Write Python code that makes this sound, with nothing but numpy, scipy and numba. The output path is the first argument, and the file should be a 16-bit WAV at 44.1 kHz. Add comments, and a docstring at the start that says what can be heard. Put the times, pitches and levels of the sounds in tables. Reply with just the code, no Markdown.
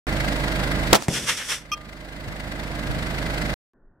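"""Rifle shot bursts a fire extinguisher

A rifle cracks up close while a small single-cylinder engine chugs off to the right. The distant
extinguisher bursts, tumbles through the air on its hissing jet and clinks; debris thuds down.
The shot overloads the microphone and ducks its gain control, which recovers slowly.
Everything stops dead, and after a short silence there is only faint wind."""
import sys
import numpy as np
from scipy import signal
from scipy.fft import rfft, irfft
from scipy.io import wavfile
from numba import njit

SR = 44100
rng = np.random.default_rng(int(sys.argv[2]) if len(sys.argv) > 2 else 0)


def log_audio(samples):
    """Write samples as a 16-bit WAV file to the path given in sys.argv[1]."""
    # one column per channel
    frames = np.atleast_2d(samples).T
    # limit to full scale, then quantise
    limited = np.clip(frames, -1, 1)
    pcm = np.round(limited * 32767).astype(np.int16)
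    wavfile.write(sys.argv[1], SR, pcm)


N = 176400
T = np.arange(N) / SR
HZ = np.maximum(np.fft.rfftfreq(N, 1 / SR), 1)
CYCLE_HZ = 25.52  # the engine's four-stroke cycles per second
SHOT_S = .9285


def undb(db):
    """Decibels to gain."""
    return 10 ** (np.asarray(db) / 20)


def unit(x):
    """Scale to rms 1."""
    return x / np.sqrt(np.mean(x ** 2))


def pan(db):
    """Left and right gains for a level difference; positive leans left."""
    return undb(np.array([db, -db]) / 2).reshape(2, -1)


def colour(points):
    """An EQ curve through (f/Hz, level/dB) points."""
    hz, db = np.array(points, float).T
    return undb(np.interp(np.log(HZ), np.log(hz), db))


def band(points):
    """An EQ curve that falls away steeply beyond its ends."""
    return colour(points) * np.minimum(1, np.minimum(HZ / points[0][0], points[-1][0] / HZ)) ** 4


def noise(spectrum, side):
    """Stereo noise of rms 1; the side gain sets its width."""
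    mid, spread = rfft(rng.standard_normal((2, N)))
    return unit(irfft(spectrum * (mid + side * spread * np.array([[1], [-1]])), N))


def walk(hz):
    """Smooth random motion of rms 1, rolling off above hz."""
    return unit(irfft(rfft(rng.standard_normal(N)) * np.exp(-(HZ / hz) ** 2), N))


def decay(start, t60, hold=0):
    """Sudden onset, hold, then a fall of 60 dB in t60 seconds."""
    return (T >= start) * 1000. ** (-np.maximum(T - start - hold, 0) / t60)


def wave(start, hz, t60):
    """A strongly damped pressure oscillation."""
    return decay(start, t60) * np.sin(2 * np.pi * hz * (T - start))


def wind():
    """Faint air with one low gust on the microphone."""
    # spectra of the air and the gust: f/Hz, level/dB
    air_eq = [(20, -13), (40, -10), (70, -9), (350, -12), (700, -23), (1300, -29), (1450, -21), (1600, -27),
              (1850, -29), (2100, -51)]
    gust_eq = [(20, 9), (32, 0), (50, -17)]
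    gust_s, gust_width_s = 3.85, .06
    swell = np.exp(-((T - gust_s) / gust_width_s) ** 2)
    gust = undb(-50) * swell * noise(band(gust_eq), side=undb(-27))
    return gust + undb(-61) * noise(band(air_eq), side=undb(-26))


def throb():
    """A short upward swoop in the engine's drone, once every fourth cycle."""
    first_s, width_s, centre_hz, rise_hz_per_s = .143, .03, 200, 1300
    period = 4 / CYCLE_HZ
    from_peak = (T - first_s + period / 2) % period - period / 2
    phase = 2 * np.pi * (centre_hz + rise_hz_per_s * from_peak / 2) * from_peak
    return undb(-30) * np.exp(-(from_peak / width_s) ** 2) * np.cos(phase)


def engine():
    """Exhaust drone, with clatter and ringing covers that swell at each firing; off to the right."""
    # exhaust harmonics: multiple of the cycle rate, level/dB
    harmonics = [(1, -13), (2, 0), (3, -12), (4, -14), (5, -8.5), (6, -8), (7, -15.5), (8, -14), (9, -21.5),
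                 (10, -16), (11, -12), (12, -12), (13, -11), (14, -23), (15, -28), (16, -17.5), (17, -19.5),
                 (18, -25), (19, -17), (20, -19.5), (21, -23), (22, -22.5), (23, -13.5), (24, -21),
                 (25, -13), (26, -21), (27, -19.5), (28, -19.5)]
    # mechanical noise spectrum: f/Hz, level/dB
    clatter_eq = [(41, -33.5), (70, -3.5), (96, -5), (138, -7.5), (284, -7), (373, -17), (599, -10),
                  (840, -13), (1350, -15.5), (2030, -14.5), (2600, -18.5), (4580, -23), (6000, -32.5),
                  (8420, -34.5), (15500, -47)]
    # cover resonances: f/Hz, bandwidth/Hz, level/dB
    cover_modes = [(613, 17, 1.5), (1612, 35, -2), (2041, 66, -0.5)]
    # stereo width: f/Hz, side level/dB
    width = [(60, -16), (600, -28), (1400, 2), (3000, -5), (15000, 6)]
    # stereo position: f/Hz, left minus right/dB
    balance = [(60, -7), (200, -5), (600, -3), (1300, 1), (4400, -1), (15000, 0.5)]
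    firing_s, depth, sharpness, crossover_hz, left_lag_s = .0131, 1.44, 1.9, 1204, .00018
    turn = 2 * np.pi * (CYCLE_HZ * (T - firing_s) + .0066 * walk(6))
    drone = unit(sum(undb(db) * np.cos(k * turn + (k > 2) * rng.uniform(0, 2 * np.pi))
                     for k, db in harmonics))
    strength = undb(3 * walk(33))  # no two firings hit alike
    pulse = unit(1 + depth * strength * np.exp(sharpness * (np.cos(turn) - 1)))
    clatter = noise(band(clatter_eq), colour(width))
    lows = irfft(rfft(clatter) / (1 + (HZ / crossover_hz) ** 2), N)
    clatter = lows + pulse * (clatter - lows)  # only the top end pulses
    resonances = sum(undb(db) / (1 + (2 * (HZ - hz) / bw) ** 2) for hz, bw, db in cover_modes)
    rattle = pulse * noise(resonances, colour(width))
    sound = undb(-27) * drone + throb() + undb(-27.5) * clatter + undb(-36.5) * rattle
    lean = np.sqrt(colour(balance))
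    lag = np.exp(-2j * np.pi * HZ * left_lag_s)
    return irfft(rfft(sound) * np.array([lean * lag, 1 / lean]), N)


def debris():
    """Dull thuds of pieces landing on earth and rubber."""
    # landings: t/s, level/dB
    landings = [(2.275, -21), (2.891, -21), (2.96, -23.5)]
    # thud spectrum: f/Hz, level/dB
    thud_eq = [(25, -24), (110, -3.5), (250, -21), (800, -45), (3000, -39)]
    return noise(band(thud_eq), side=undb(3)) * sum(undb(db) * decay(s, t60=.26) for s, db in landings)


def clink():
    """Steel chatters against something hard, then rings on faintly."""
    # steel modes: f/Hz, level/dB, left minus right/dB, after-ring t60/s
    modes = [(1209, -1, 1.5, 0.49), (2445, -2.5, -8, 0.056), (2490, -8, -3, 0.15), (2710, -8, -7, 0.13),
             (3203, -3, -5, 0.21), (3237, -16, 1, 0.082), (4340, -17, -4, 0.061), (5100, -15.5, 6, 0.056),
             (5370, -8, 9, .05), (5700, -15, 14.5, .05), (5910, -12.5, 17, .05), (6020, -11, 8, .05),
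             (8300, -22, 0, .04), (11800, -23, 3.5, .04)]
    hit_s, attack_s, roughness = 1.7165, .0012, .5
    chatter = decay(hit_s, t60=.03, hold=.024)
    scrape = undb(-26) * chatter * noise(band([(1000, -2), (12000, -5)]), side=undb(-2))
    ring = 0
    for hz, db, pan_db, t60 in modes:
        envelope = chatter * (1 + roughness * walk(91)) + undb(-7) * decay(hit_s, t60)
        phase = 2 * np.pi * hz * (T - hit_s) + roughness * hz / 3000 * walk(100)
        ring += undb(db - 10) * pan(pan_db) * envelope * np.sin(phase)
    return (scrape + ring) * np.clip((T - hit_s) / attack_s, 0, 1)


def jet():
    """Turbulent gas roars and hisses, surging whenever the tumbling bottle's nozzle swings this way."""
    # nozzle swings: t/s, flow level/dB, roar trim/dB
    swings = [(1.1, -30, -9), (1.124, -28.5, -13), (1.152, -23, -4.5), (1.216, -31, -8), (1.26, -33, -7),
              (1.296, -20.5, -1.5), (1.364, -36, -7.5), (1.38, -29.5, -7.5), (1.412, -36, 1),
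              (1.468, -36, -10.5), (1.518, -26, -4), (1.572, -40, -7.5), (1.636, -62, -3), (1.66, -66, 4)]
    # spectra of the low roar and the high hiss: f/Hz, level/dB
    roar_eq = [(290, -19), (500, -6.5), (702, -17.5), (786, -11), (1780, 0), (3190, -4.5), (4000, -12),
               (5200, -21), (8800, -120)]
    hiss_eq = [(2060, -21), (3500, 1), (3870, -12), (4630, -7.5), (5720, 1.5), (6610, -6.5), (8580, -5),
               (10800, -11.5), (13200, -20), (15500, -37)]
    # stereo width: f/Hz, side level/dB
    width = [(60, -9), (110, -11), (200, -13), (380, -11), (700, -16), (1290, -18), (2380, -7),
             (4400, -2.5), (8120, -7.5), (15000, -10)]
    times, flow_db, trim_db = np.array(swings).T
    fade = np.interp(T, [times[0] - .015, times[0], times[-1], times[-1] + .03], [0, 1, 1, 0])
    flow = fade * undb(np.interp(T, times, flow_db) + .96 * walk(60))
    roar = undb(27.5 + np.interp(T, times, trim_db)) * noise(band(roar_eq), colour(width))
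    hiss = undb(23.5) * noise(band(hiss_eq), colour(width))
    return flow * (roar + hiss)


def burst():
    """The bottle tears open with a low pressure wave that rumbles back from a heap of tyres."""
    # spectra of the torn wavefront and the rumble: f/Hz, level/dB
    tear_eq = [(100, -13), (500, 3), (1200, -14), (2000, -7.5), (4500, -26), (8000, -15.5), (11000, -27),
               (15000, -38)]
    rumble_eq = [(40, -6), (140, 1), (300, -5), (600, -9), (1200, -25.5), (3000, -37)]
    tear_s, burst_s, low_cut_hz = 1.083, 1.0845, 60.3
    pressure = undb(23.5) * wave(burst_s, hz=141, t60=.028)
    thump = signal.sosfilt(signal.butter(2, low_cut_hz, "high", fs=SR, output="sos"), pressure)
    tear = undb(12.5) * decay(tear_s, t60=.037) * noise(band(tear_eq), side=undb(-6.5))
    rumble = undb(-.5) * decay(burst_s, t60=.84) * noise(band(rumble_eq), side=undb(-14.5))
    return thump + tear + rumble


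def scatter():
    """The shot scatters back from grass and tyres as a swelling sizzle."""
    # sizzle spectrum: f/Hz, level/dB
    sizzle_eq = [(900, -10), (2500, -4), (6000, -2), (9500, -7), (15500, -24.5)]
    peak_s, rise_t60, fall_t60 = 1.04, .6, .14
    away = np.maximum((peak_s - T) / rise_t60, (T - peak_s) / fall_t60)
    swell = (T > SHOT_S) * 1000. ** -away
    return undb(-9) * swell * noise(band(sizzle_eq), side=undb(-4))


def rifle():
    """Muzzle wave, crack with its near reflections, boom off the ground and a dull tail over the field."""
    # bursts from the muzzle and nearby surfaces: t/s, level/dB, t60/s
    cracks = [(0.9304, 16.5, 0.052), (.946, 14, .06), (.953, 17, 0.063), (1.0235, 9, 0.011)]
    # spectra of the crack and the boom: f/Hz, level/dB
    crack_eq = [(120, -24), (200, -5.5), (585, -1.5), (702, 5), (974, -7.5), (2470, -13), (3300, -11),
                (5800, -12), (6960, -15), (15500, -27.5)]
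    boom_eq = [(40, -16), (200, -7), (550, -13), (1000, -12.5), (2500, -19)]
    # stereo width of the crack: f/Hz, side level/dB
    width = [(60, -1), (110, -1), (200, -8), (380, 0), (700, 0.5), (1290, -3), (2380, 1), (4400, -6),
             (8120, 0), (15000, 4.5)]
    boom_s = .9355
    muzzle = -undb(-1) * wave(SHOT_S, hz=515, t60=.012)
    hits = sum(undb(db) * decay(s, t60) for s, db, t60 in cracks)
    crack = hits * noise(band(crack_eq), colour(width))
    ground = undb(9.5) * decay(boom_s, t60=.11)
    field = undb(-.5) * decay(boom_s, t60=.47)
    boom = (ground + field) * noise(band(boom_eq), side=undb(-8))
    return muzzle * pan(-5.5) + crack * pan(-1.5) + boom * pan(-4.5)


def scene():
    """The shooting range, a short silence, then wind."""
    start_s, stop_s, wind_s = .068, 3.541, 3.735
    action = engine() + rifle() + scatter() + burst() + jet() + clink() + debris()
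    return action * ((T > start_s) & (T < stop_s)) + wind() * (T > wind_s)


@njit
def duck(excess_db, attack_s, hold_s, release_s):
    """Gain reduction in dB: grabs the excess level quickly and lets go in two slow stages."""
    out, peak, reduction = np.empty(len(excess_db)), 0., 0.
    for i in range(len(excess_db)):
        if excess_db[i] > peak:
            peak += (excess_db[i] - peak) / (attack_s * SR)
        else:
            peak -= peak / (hold_s * SR)
        reduction = max(peak, reduction + (peak - reduction) / (release_s * SR))
        out[i] = reduction
    return out


def record(dry):
    """The microphone overloads, the gain control ducks, the first peaks clip and the top is cut."""
    overload_db, threshold_db, top_hz = 24.5, -8.5, 15800
    mic = undb(overload_db) * np.tanh(dry / undb(overload_db))
    excess_db = 20 * np.log10(np.abs(mic).max(axis=0) + 1e-9) - threshold_db
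    gain = undb(-duck(excess_db, attack_s=.0017, hold_s=.54, release_s=.53))
    clipped = np.clip(mic * gain, -1, 1)
    return signal.sosfilt(signal.ellip(8, .2, 70, top_hz, fs=SR, output="sos"), clipped)


dry = scene()
out = record(dry)
log_audio(out)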